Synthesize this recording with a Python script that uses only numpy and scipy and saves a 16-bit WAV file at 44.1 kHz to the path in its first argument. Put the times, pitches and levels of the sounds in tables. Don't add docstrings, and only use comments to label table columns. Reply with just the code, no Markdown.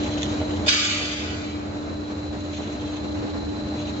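import sys
import numpy as np
from scipy import signal
from scipy.fft import rfft, irfft
from scipy.io import wavfile
from scipy.ndimage import uniform_filter1d

SR = 44100
rng = np.random.default_rng(int(sys.argv[2]) if len(sys.argv) > 2 else 0)


def to_wav(s):
    ch = np.atleast_2d(s).T
    pcm = np.round(np.clip(ch, -1, 1) * 32767)
    wavfile.write(sys.argv[1], SR, pcm.astype(np.int16))


N = 176400

# (frequency [Hz], side minus mid level [dB])
HALL_WIDTH = [(60, -32), (110, -29), (200, -6), (500, -8), (900, 1.5), (1500, 1.5), (2600, 1), (4500, -0.5),
              (7600, -5)]
# (time [s], level [dB])
DRIVE_EFFORT = [(0, 2.5), (.62, -2.5), (1.1, -3.5), (2.299, 0.5), (2.751, -0.5), (3.2, 1.5), (3.5, 1.5),
                (3.7, 2.5), (4, 3.5)]
# (frequency [Hz], relative level [dB], waver [dB])
PUMP_TONES = [(85.5, -11.5, 3), (101, -18, 3), (210, -8.5, 2), (298.6, 0, 1.5), (497.5, -21, 2.5),
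              (597.8, -12, 1.5), (839.8, -19.5, 3)]
HUM_DB, HUM_EFFORT_SHARE = -29.5, 0.19
# (frequency [Hz], relative level [dB])
ROLLER_SPECTRUM = [(20, -22.5), (45, -14), (66, -1), (84, 6.5), (115, -3.5), (170, -6), (260, -4.5),
                   (390, -5.5), (490, -10), (620, -10), (900, -17.5), (1400, -21.5), (2000, -26.5),
                   (2700, -29), (3200, -36), (5200, -35.5), (7800, -36.5)]
RUMBLE_DB, THROB_DB, FLUTTER_DB = -29, 1.46, 1.57
# (offset [multiples of the turning rate], relative level [dB])
WHINE_LINES = [(-6, -12), (-4, -12), (-3, -7), (-2, -11), (-1, -10), (0, 0), (1, -13), (3, -9), (6, -9.5)]
WHINE_HZ, TURN_HZ, WHINE_DB, WHINE_WAVER_DB = 4040.3, 27, -50, 3.5
SIZZLE_DB, SIZZLE_WIDTH_HZ = -45, 160
# (time [s], level [dB])
RUB_ENVELOPE = [(0, -39), (.18, -40.5), (.35, -40.5), (.6, -45.5), (1.7, -52), (2.3, -49), (2.65, -39),
                (3.15, -46.5), (3.72, -51.5), (3.81, -40.5), (4, -44)]
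# (frequency [Hz], relative level [dB])
RUB_SPECTRUM = [(500, -38.5), (1500, -7), (2500, 1.5), (3600, 3.5), (5200, -10), (6500, 0), (7800, -11)]
# (time [s], level [dB])
STRIP_CATCHES = [(.178, -41), (.208, -29.5), (0.256, -46), (.323, -38.5)]
RUB_GRAIN_DB, SCRAPE_GRAIN_DB, SCRAPE_DECAY_S = 3, 8.5, 0.032
FLICKER_DB, FLICKER_S, FLICKER_WIDTH_HZ = 4.6, 0.075, 170
# (time [s], level [dB])
FRAME_KNOCKS = [(.4155, -24.5), (.669, -28)]
# (frequency [Hz], relative level [dB], t60 [s])
FRAME_MODES = [(482, -3, 0.13), (615, 4, 0.076), (745, -4, 0.04), (880, -10.5, 0.059), (1388, -16, 0.089)]
HALL_T60_S, HALL_DB = 0.59, -4.5
# (time [s], level [dB], contact decay time [s], pitch of the struck spot [Hz])
STEEL_BLOWS = [(0.662, -2.5, 0.026, 4760), (0.68, 1.5, 0.0054, 3200), (0.687, 5, 0.009, 6140),
               (0.726, 2, 0.0063, 4420), (0.764, -4.5, 0.019, 6520), (0.795, -6.5, 0.0015, 4670),
               (0.831, -7.5, 0.0028, 4200), (0.846, 0.5, 0.002, 3550), (0.896, -4.5, 0.0029, 4650),
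               (0.909, -2.5, 0.014, 2940), (1.026, -10.5, 0.017, 4750), (1.109, -9.5, 0.016, 3460),
               (1.167, -10.5, 0.041, 2660), (1.29, -24.5, 0.011, 2650)]
CHATTER_DB, SPOT_DB, SPOT_WIDTH_HZ, RIPPLE_DB = 2.5, 6, 450, 1
# (frequency [Hz], relative level [dB])
STEEL_SPECTRUM = [(200, -36.5), (700, -31.5), (1000, -16), (1300, 1.5), (1650, 0), (1850, -6), (2050, -0.5),
                  (2400, 4.5), (3300, 7.5), (4100, 3), (4750, 4), (5450, -1), (6300, 2.5), (7200, -0.5),
                  (7800, -15)]
DENSE_DB, DENSE_T60_AT_3KHZ_S, MODE_SPACING_HZ = -28.5, 1.0, 44
CRACK_DB, CRACK_T60_S = -13.5, 0.063
# (frequency [Hz], relative level [dB], t60 [s])
STEEL_MODES = [(1184, -13.5, 2.2), (1357, -14, 2), (1556, -15, 1.4), (1669, -16, 2), (1940, -8, 1.6),
               (2008, -9, 1.2), (2132, -9, 1.4), (2283, -1.5, 1.4), (2315, -6, 1.4), (2467, -5, 1.4),
               (2676, -9, 1.3), (2828, -6, 1.3), (2988, -6, 1.2), (3090, -9, 1.2), (3248, -2, .7),
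               (3540, -7, .8), (3623, -4.5, .9), (3845, -6, .5), (4150, -9, .7), (4400, -7, .6),
               (4560, 0, .9), (4673, -6, .8), (4759, -7, .8), (4915, -7, .7), (5098, -9, .7),
               (5434, -9, .6), (5636, -9, .6), (6164, -8, .6), (6481, -9, .6), (6819, -6, .6),
               (7553, -8, .6)]
MODES_DB, SHIMMER_DB = -34, 2.8
RATTLE_START_S, RATTLE_PER_S, RATTLE_TAPS = 0.73, 62, 48
RATTLE_DB, RATTLE_FALL_DB_PER_S, RATTLE_SCATTER_DB = -9.5, 23, 1.5
AGC_THRESHOLD_DB, AGC_RATIO, AGC_ATTACK_S, AGC_RECOVER_DB_PER_S = -21, 2.52, 0.022, 0.65
TREBLE_CUT_HZ = 7620

TIME = np.arange(N) / SR
BIN_HZ = np.maximum(np.arange(N // 2 + 1) * SR / N, 1)


def undb(db):
    return 10 ** (np.asarray(db) / 20)


def unit(x):
    return x / np.sqrt(np.mean(x ** 2))


def colour(x, points):
    hz, db = np.array(points, float).T
    return irfft(rfft(x) * undb(np.interp(np.log(BIN_HZ), np.log(hz), db)), N)


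def walk(rate_hz):
    spectrum = rfft(rng.standard_normal(4096))
    hz = np.arange(len(spectrum)) * SR / N
    slow = unit(irfft(spectrum * (hz > 0) / (1 + (hz / rate_hz) ** 4)))
    return np.interp(np.arange(N), np.linspace(0, N, len(slow)), slow)


def hall_noise():
    mid, side = rng.standard_normal((2, N))
    side = colour(side, HALL_WIDTH)
    return np.array([mid + side, mid - side])


def fade(t60, age=TIME):
    return np.exp(-np.log(1000) * age / t60)


def convolve(x, response):
    return signal.fftconvolve(np.atleast_2d(x), response, axes=1)[:, :N]


def drifting_clock(depth, rate_hz):
    return TIME + np.cumsum(depth * walk(rate_hz)) / SR


def tone(hz, clock, spread_rad):
    phase = 2 * np.pi * (hz * clock + rng.random())
    return np.sqrt(2) * np.sin(phase + spread_rad * walk(1.0) * np.array([[.5], [-.5]]))


def effort():
    return undb(np.interp(TIME, *np.array(DRIVE_EFFORT).T))


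def pump():
    clock = drifting_clock(depth=0.0025, rate_hz=2.8)
    hum = sum(undb(HUM_DB + db + waver * walk(14)) * tone(hz, clock, spread_rad=0.71 * hz / 250)
              for hz, db, waver in PUMP_TONES)
    return effort() ** HUM_EFFORT_SHARE * hum


def rollers():
    noise = unit(colour(hall_noise(), ROLLER_SPECTRUM))
    bass = signal.sosfiltfilt(signal.butter(2, 130, fs=SR, output="sos"), noise)
    throb = bass * undb(THROB_DB * walk(13))
    flutter = (noise - bass) * undb(FLUTTER_DB * walk(17))
    return undb(RUMBLE_DB) * (throb + flutter)


def drive():
    clock = drifting_clock(depth=0.00031, rate_hz=3.9)
    lines = sum(undb(db + WHINE_WAVER_DB * walk(7.1)) * tone(WHINE_HZ + k * TURN_HZ, clock, 1.62)
                for k, db in WHINE_LINES)
    detuning = 2 * (BIN_HZ - WHINE_HZ) / SIZZLE_WIDTH_HZ
    sizzle = unit(irfft(rfft(hall_noise()) / (1 + detuning ** 2) ** 0.41, N))
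    pulse = 1 + 0.3 * np.sin(2 * np.pi * TURN_HZ * TIME)
    return undb(WHINE_DB) * lines + undb(SIZZLE_DB) * sizzle * pulse


def burst(start, decay_s):
    return (TIME >= start) * np.exp(-np.abs(TIME - start) / decay_s)


def strip():
    envelope = undb(np.interp(TIME, *np.array(RUB_ENVELOPE).T) + RUB_GRAIN_DB * walk(31))
    slide = unit(colour(hall_noise() * envelope, RUB_SPECTRUM)) * np.sqrt(np.mean(envelope ** 2))
    catches = sum(undb(db) * burst(start, SCRAPE_DECAY_S) for start, db in STRIP_CATCHES)
    grit = unit(colour(hall_noise() * undb(SCRAPE_GRAIN_DB * walk(300)), RUB_SPECTRUM))
    return slide + catches * grit


def flicker(x):
    hz, t, cells = signal.stft(x, SR, nperseg=512)
    patches = uniform_filter1d(rng.standard_normal(cells.shape[1:]), round(FLICKER_S / t[1]), axis=1)
    patches = uniform_filter1d(patches, round(FLICKER_WIDTH_HZ / hz[1]), axis=0)
    gain = unit(undb(FLICKER_DB * np.minimum(unit(patches), 0.8)))
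    return signal.istft(cells * gain, SR)[1][:, :N]


def frame_knocks():
    out = 0
    for start, level_db in FRAME_KNOCKS:
        age = np.maximum(TIME - start, 0)
        for hz, db, t60 in FRAME_MODES:
            out = out + undb(level_db + db) * np.sin(2 * np.pi * hz * age) * fade(t60, age)
    return out


def hall(x):
    tail = rng.standard_normal((2, N)) * fade(HALL_T60_S) * (1 - fade(0.28))
    return x + undb(HALL_DB) * convolve(x, tail / np.linalg.norm(tail[0]))


def blow_powers():
    powers = []
    for start, db, decay_s, _ in STEEL_BLOWS:
        contact = burst(start, decay_s)
        powers.append(undb(db) ** 2 * contact / contact.sum())
    return powers


def lesser_modes():
    grid_hz = np.arange(200, 8000, MODE_SPACING_HZ)
    chance = rng.random((len(grid_hz), 3)).T
    hz = grid_hz + MODE_SPACING_HZ * chance[0]
    spectrum = np.zeros((2, N // 2 + 1), complex)
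    spectrum[:, (hz * N / SR).astype(int)] = np.exp(2j * np.pi * chance[1:])
    return irfft(spectrum, N)


def steel_response():
    crack = unit(colour(rng.standard_normal((2, N)), STEEL_SPECTRUM)) * fade(CRACK_T60_S)
    spectrum = rfft(unit(colour(lesser_modes(), STEEL_SPECTRUM)))
    dense = 0
    for octave in range(-4, 3):
        band = np.maximum(1 - np.abs(np.log2(BIN_HZ / 3000) - octave), 0)
        dense = dense + irfft(spectrum * band, N) * fade(DENSE_T60_AT_3KHZ_S / 2 ** octave)
    return undb(DENSE_DB) * dense + undb(CRACK_DB) * crack


def clatter(powers, taps):
    chatter = unit(rng.standard_normal(N) * undb(CHATTER_DB * rng.standard_normal(N)))
    response = steel_response()
    hz = np.arange(200, 8200, 160)
    force = taps
    for power, (*_, spot_hz) in zip(powers, STEEL_BLOWS):
        db = SPOT_DB / (1 + (2 * (hz - spot_hz) / SPOT_WIDTH_HZ) ** 2)
        db += RIPPLE_DB * rng.standard_normal(len(hz))
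        db -= 10 * np.log10(np.mean(undb(db) ** 2))
        force = force + colour(chatter * np.sqrt(power), np.c_[hz, db])
    return convolve(force, response)


def ringing(power):
    out = 0
    for hz, db, t60 in STEEL_MODES:
        retention = np.exp(-2 * np.log(1000) / (t60 * SR))
        energy = signal.lfilter([1], [1, -retention], power)
        clock = drifting_clock(depth=0.0016, rate_hz=21.2)
        amplitude = undb(MODES_DB + db + SHIMMER_DB * walk(47)) * np.sqrt(energy)
        out = out + amplitude * tone(hz, clock, spread_rad=3.54)
    return out


def rattle():
    jitter, scatter = rng.standard_normal((RATTLE_TAPS, 2)).T
    age = (np.arange(RATTLE_TAPS) + 0.5 + 0.5 * np.tanh(jitter)) / RATTLE_PER_S
    level_db = RATTLE_DB - RATTLE_FALL_DB_PER_S * age + RATTLE_SCATTER_DB * scatter
    taps = np.zeros(N)
    taps[((RATTLE_START_S + age) * SR).astype(int)] = undb(level_db)
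    return taps


def scene():
    powers, taps = blow_powers(), rattle()
    line = pump() + rollers() + effort() * drive() + flicker(strip())
    crash = flicker(hall(clatter(powers, taps)))
    ring = ringing(sum(powers) + taps ** 2)
    return line + hall(frame_knocks()) + crash + ring


def record(dry):
    dry = signal.sosfilt(signal.butter(2, 22, "high", fs=SR, output="sos"), dry)
    step = 1 / (AGC_ATTACK_S * SR)
    power = signal.lfilter([step], [1, step - 1], np.mean(dry ** 2, axis=0))
    excess_db = np.maximum(10 * np.log10(power + 1e-12) - AGC_THRESHOLD_DB, 0)
    recovery_db = AGC_RECOVER_DB_PER_S * TIME
    duck_db = np.maximum.accumulate(excess_db * (1 - 1 / AGC_RATIO) + recovery_db) - recovery_db
    treble_cut = signal.ellip(12, 0.2, 80, TREBLE_CUT_HZ, fs=SR, output="sos")
    return signal.sosfilt(treble_cut, dry * undb(-duck_db))


dry = scene()
out = record(dry)
to_wav(out)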